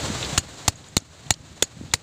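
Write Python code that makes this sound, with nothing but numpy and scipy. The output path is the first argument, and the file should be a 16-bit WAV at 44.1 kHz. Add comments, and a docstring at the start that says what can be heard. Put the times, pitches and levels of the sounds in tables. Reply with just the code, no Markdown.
"""Jabbing barnacles on the shore

On a shore rock, close to the microphone, a steel screwdriver is jabbed six times into barnacles. Each jab
crushes shell for a few milliseconds, knocks and thumps on the rock and briefly rings the shaft; small chips
tick down and the handling bumps softly. Farther off is the wash of the sea with a low rumble; the background
drops sharply at the first blow and sinks further after the next ones."""
import sys
import numpy as np
from scipy import signal
from scipy.fft import rfft, irfft, next_fast_len
from scipy.io import wavfile
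from scipy.ndimage import uniform_filter1d

SR = 44100
rng = np.random.default_rng(int(sys.argv[2]) if len(sys.argv) > 2 else 0)


def persist_wave(psi):
    """Save psi, clipped to +-1, as 16-bit WAV."""
    counts = np.round(np.clip(psi, -1, 1) * 32767).astype(np.int16)
    wavfile.write(sys.argv[1], SR, np.atleast_2d(counts).T)


N = 89258
TIME = np.arange(N) / SR
BLOW_TIME = TIME[:SR // 5]   # seconds within one blow


def from_db(db):
    """Decibels to gain."""
    return 10 ** (np.asarray(db) / 20)


def level(rows):
    """Gain over time from (s, dB) points."""
    return from_db(np.interp(TIME, *np.transpose(rows)))


def add(out, start_s, sound):
    """Mix a sound in at its start time."""
    i = int(start_s * SR)
    out[i:i + len(sound)] += sound[:N - i]


def butter(x, order, hz, kind="low"):
    """Butterworth filter."""
    return signal.sosfilt(signal.butter(order, hz, kind, fs=SR, output="sos"), x)


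def colour(x, points):
    """Causal filter with the given (Hz, dB) shape; white noise keeps its power."""
    size = 2 * next_fast_len(len(x))
    hz, db = np.transpose(points)
    bin_hz = np.arange(size // 2 + 1) * SR / size
    gain = from_db(np.interp(np.log(bin_hz + 1), np.log(hz), db))
    cepstrum = irfft(np.log(gain / np.sqrt(np.mean(gain ** 2))))
    cepstrum[1:size // 2] *= 2   # fold to minimum phase
    cepstrum[size // 2 + 1:] = 0
    return irfft(rfft(x, size) * np.exp(rfft(cepstrum)))[:len(x)]


def flutter(top_hz, samples):
    """Random wobble of spread 1."""
    wobble = butter(rng.standard_normal(samples), 2, top_hz)
    return wobble / wobble.std()


def thud(hz, t60, contact_hz):
    """A damped swing, its treble dulled by a soft contact."""
    swing = np.cos(2 * np.pi * hz * BLOW_TIME) * from_db(-60 * BLOW_TIME / t60)
    return butter(swing, 2, contact_hz)


# The sea, well behind the rock. 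Each row: time in seconds, level in dB.
SEA_LEVELS = [(0, -30.5), (.2, -31.5), (.372, -30.5), (.392, -44.5), (.67, -43.5), (.70, -48.5), (.85, -47),
              (.96, -52), (1.0, -52.5), (1.14, -51.5), (1.26, -47), (1.4, -53), (1.58, -48), (1.7, -50),
              (1.82, -49.5), (1.88, -47.5), (2.02, -50)]
# Its tone at the microphone. Each row: frequency in Hz, level in dB.
SEA_SPECTRUM = [(150, -9.5), (300, 2), (550, 2), (950, -1), (1500, -3), (2400, -5), (3200, -5),
                (4100, -1.5), (5400, -9.5), (7000, -3.5), (7900, -6), (9000, -17.5), (11500, -28.5),
                (13000, -29), (15000, -25), (16000, -57)]
def sea_wash(flicker_db=1.5, flicker_hz=18.4):
    """The sea washes in a broad, flickering hiss."""
    hiss = colour(rng.standard_normal(N), SEA_SPECTRUM)
    flicker = from_db(flicker_db * flutter(flicker_hz, N))
    return level(SEA_LEVELS) * hiss * flicker


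# The rumble under the sea. Each row: time in seconds, level in dB.
RUMBLE_LEVELS = [(0, -30), (.37, -37), (.42, -43), (.67, -44), (.8, -47), (1.12, -51), (1.27, -45),
                 (1.36, -47.5), (1.54, -45), (1.69, -52), (1.84, -39), (2.02, -51.5)]
# Its tone. Each row: frequency in Hz, level in dB.
RUMBLE_SPECTRUM = [(20, 1), (40, -23.5), (65, -2), (88, 0.5), (115, -2), (148, -2.5), (200, -10),
                   (320, -13), (700, -58.5)]
def rumble():
    """Deep noise that sinks and swells."""
    return level(RUMBLE_LEVELS) * colour(rng.standard_normal(N), RUMBLE_SPECTRUM)


# Handling, close by. Each row: start in seconds, level in dB, pitch in Hz, time to fall 60 dB in seconds.
HANDLING_BUMPS = [(0.1, -17, 202, 0.045), (0.328, -19, 140, 0.069), (1.021, -37, 260, 0.042),
                  (1.262, -32, 141, 0.15), (1.401, -32, 89, 0.035), (1.768, -29, 160, .025),
                  (1.811, -22, 227, 0.031), (1.837, -23.5, 177, 0.0084), (1.889, -32, 127, 0.033)]
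def bumps():
    """Soft contacts of handling make dull, low thuds."""
    out = np.zeros(N)
    for start_s, db, hz, t60 in HANDLING_BUMPS:
        add(out, start_s, from_db(db) * thud(hz, t60, contact_hz=2 * hz))
    return out


# Small ticks on the rock near the microphone.
# Each row: start in seconds, level in dB, centre in Hz, width in octaves, decay in seconds.
CHIP_TICKS = [(.227, -24.5, 3200, 0.68, 0.0082), (0.247, -24, 3900, 0.61, 0.0057),
              (.584, -40.5, 4530, 1.3, .003), (0.756, -34, 6980, 0.15, 0.0033),
              (.842, -42.5, 3820, 0.54, .004), (0.886, -38.5, 7550, 0.35, .002),
              (0.9774, -15.5, 3710, 0.32, 0.001), (0.9777, -15, 6830, 0.17, 0.0016),
              (1.003, -41.5, 6250, 0.39, .003), (1.267, -43, 3500, 0.42, .006),
              (1.3395, -25, 4550, 1.1, .0016), (1.343, -37, 4900, 0.85, 0.0017),
              (1.648, -42, 4370, 0.32, .004), (1.914, -44, 3480, .5, .007), (1.951, -34, 4400, .4, 0.0031)]
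def ticks():
    """Falling chips and light touches of the blade: tiny gritty bursts around one pitch."""
    out = np.zeros(N)
    for start_s, db, hz, octaves, decay_s in CHIP_TICKS:
        low_hz, high_hz = np.minimum(hz * 2 ** (np.array([-.5, .5]) * octaves), SR / 2 - 1)
        grit = rng.standard_normal(len(BLOW_TIME)) * np.exp(-BLOW_TIME / decay_s)
        grit *= np.sqrt(SR / 2 / (high_hz - low_hz))   # same power at any width
        add(out, start_s, from_db(db) * butter(grit, 3, [low_hz, high_hz], "band"))
    return out


# What the surrounding rocks send back to the microphone. Each row: frequency in Hz, level in dB.
ROCK_SPECTRUM = [(150, 4), (500, -4.5), (1200, -13), (2500, -9), (3500, -12), (4400, -4), (5700, -8),
                 (6600, -7), (7300, -3), (8600, -6.5), (12000, -21), (15000, -20)]
def rock_scatter(split_hz=8200, low_t60=0.058, high_t60=0.043):
    """The rocks scatter a short diffuse tail whose top treble dies sooner."""
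    tail = 0
    for side, t60 in (("low", low_t60), ("high", high_t60)):
        noise = rng.standard_normal(len(BLOW_TIME)) * from_db(-60 * BLOW_TIME / t60)
        tail += butter(noise, 6, split_hz, side)
    return colour(tail, ROCK_SPECTRUM)


def crush(hold_s, crumble_s=0.0011, grain_db=2.5, even_over_hz=700):
    """Force of shell giving way: a dense run of tiny fractures that holds, then crumbles off."""
    n = len(BLOW_TIME)
    envelope = np.exp(-np.maximum(BLOW_TIME - hold_s, 0) / crumble_s)
    fractures = envelope * rng.choice([-1, 1], n) * from_db(grain_db * rng.standard_normal(n))
    spectrum = rfft(fractures)
    power = uniform_filter1d(np.abs(spectrum) ** 2, size=int(even_over_hz * n / SR))
    even_spectrum = spectrum * np.sqrt(np.sum(envelope ** 2) / power)
    return irfft(even_spectrum, n) * (BLOW_TIME < BLOW_TIME[-1] / 2)


def ring(force, hz, t60):
    """One mode driven by the force, at peak height 1."""
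    radius, angle = from_db(-60 / (t60 * SR)), 2 * np.pi * hz / SR
    feedback = [1, -2 * radius * np.cos(angle), radius ** 2]
    mode = signal.lfilter([0, np.sin(angle)], feedback, force + 1e-18)
    return mode / np.abs(mode).max()


# The screwdriver's modes, heard close up.
# Each row: frequency in Hz, level in dB, time to fall 60 dB in seconds.
STEEL_MODES = [(2850, -38, 0.047), (4090, -32, 0.03), (4300, -33, 0.055), (5260, -46, 0.059),
               (6780, -35, 0.04), (6730, -24, 0.056), (7500, -33.5, 0.047), (7600, -33.5, 0.057),
               (9000, -45, 0.029), (14400, -49, .025)]
def shaft_ring(force, chatter_depth=0.86, chatter_hz=220, grip_detune=0.012):
    """Steel rings, damped by the hand and roughened as the blade chatters on the shell."""
    out = 0
    for hz, db, t60 in STEEL_MODES:
        chatter = (1 + chatter_depth * flutter(chatter_hz, len(force))) / np.hypot(1, chatter_depth)
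        gripped_hz = hz * (1 + grip_detune * rng.standard_normal())   # grip and contact vary by jab
        out += from_db(db) * chatter * ring(force, gripped_hz, t60)
    return out


# Barnacle shell breaking at close range. Each row: frequency in Hz, level in dB.
CRACK_SPECTRUM = [(150, -10), (500, -5), (1000, -7.5), (1700, -6), (2500, -7), (4000, -3), (5400, -4.5),
                  (7200, 2.5), (8600, -7.5), (10000, -13.5), (12300, -27), (14600, -10.5), (16000, -37)]
def shell_crack(force, top_db, resonances, top_hz=10900, width_hz=293):
    """The crack, coloured by its sharpness and by the resonances (Hz, dB) of the shell that breaks."""
    crack_hz, crack_db = np.transpose(CRACK_SPECTRUM)
    hz = np.geomspace(crack_hz[0], crack_hz[-1], 200)
    db = np.interp(np.log(hz), np.log(crack_hz), crack_db)
    db += top_db / (1 + (top_hz / hz) ** 10)   # treble shelf
    for centre_hz, rise_db in resonances:
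        db += rise_db * np.exp(-.5 * ((hz - centre_hz) / width_hz) ** 2)
    return colour(force, np.transpose([hz, db]))


# The jabs, right by the microphone. Each row: start and crushing time in seconds, crack level and
# top treble in dB, lower shell resonance in Hz and its rise in dB, the same for the upper one,
# knock pitch in Hz, its level in dB, its time to fall 60 dB in seconds, thump, ring and tail in dB.
BARNACLE_JABS = [(0.3773, 0.0051, -12.5, -6, 1450, 8.5, 2850, 6, 293, -18, 0.013, -11.5, 9.5, -21.5),
                 (.6794, 0.0048, -11, -1, 1550, 0, 4640, 2.5, 760, -5, 0.0092, -10, -1, -22),
                 (0.9669, .0032, -11, 1.5, 2480, 5.5, 4200, 9, 177, -7.5, 0.015, -15, -12, -23.5),
                 (1.3055, .0028, -10.5, -3, 2100, 8, 3580, 5.5, 766, -7, 0.0092, -13.5, 9, -25.5),
                 (1.6239, .0034, -10.5, 1, 1630, 6, 3434, 12, 426, -5.5, 0.0079, -34, 7, -23.5),
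                 (1.9369, 0.0038, -9.5, -3.5, 2080, 9, 4070, 5.5, 746, -5.5, 0.0056, -22, -19, -22)]
def jabs():
    """The blade cracks shell and rings, knocks and thumps on the rock, and leaves a scattered tail."""
    out = np.zeros(N)
    for (start_s, crush_s, crack_db, top_db, low_hz, low_db, high_hz, high_db,
         knock_hz, knock_db, knock_t60, thump_db, ring_db, tail_db) in BARNACLE_JABS:
        force = crush(crush_s)
        crack = from_db(crack_db) * shell_crack(force, top_db, [(low_hz, low_db), (high_hz, high_db)])
        steel = from_db(ring_db) * shaft_ring(force)
        knock = from_db(knock_db) * thud(knock_hz, knock_t60, contact_hz=1120)
        thump = from_db(thump_db) * thud(hz=90.3, t60=0.043, contact_hz=510)
        add(out, start_s, crack + steel)
        add(out, start_s + 0.496 * crush_s, knock + thump)   # the blade meets rock mid-crush
        add(out, start_s + crush_s, from_db(tail_db) * rock_scatter())
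    return out


def scene():
    """One microphone at the rock, with the sea behind."""
    return (jabs() + ticks() + bumps() + sea_wash() + rumble())[None]


def record(dry):
    """The recorder loses the deepest bass, rounds the peaks and cuts the top."""
    low_cut_hz, ceiling, high_cut_hz = 41, 0.74, 15400
    x = butter(dry, 2, low_cut_hz, "high")
    rounded = x / (1 + (x / ceiling) ** 4) ** .25
    return signal.sosfilt(signal.ellip(10, .1, 80, high_cut_hz, fs=SR, output="sos"), rounded)


dry = scene()
out = record(dry)
persist_wave(out)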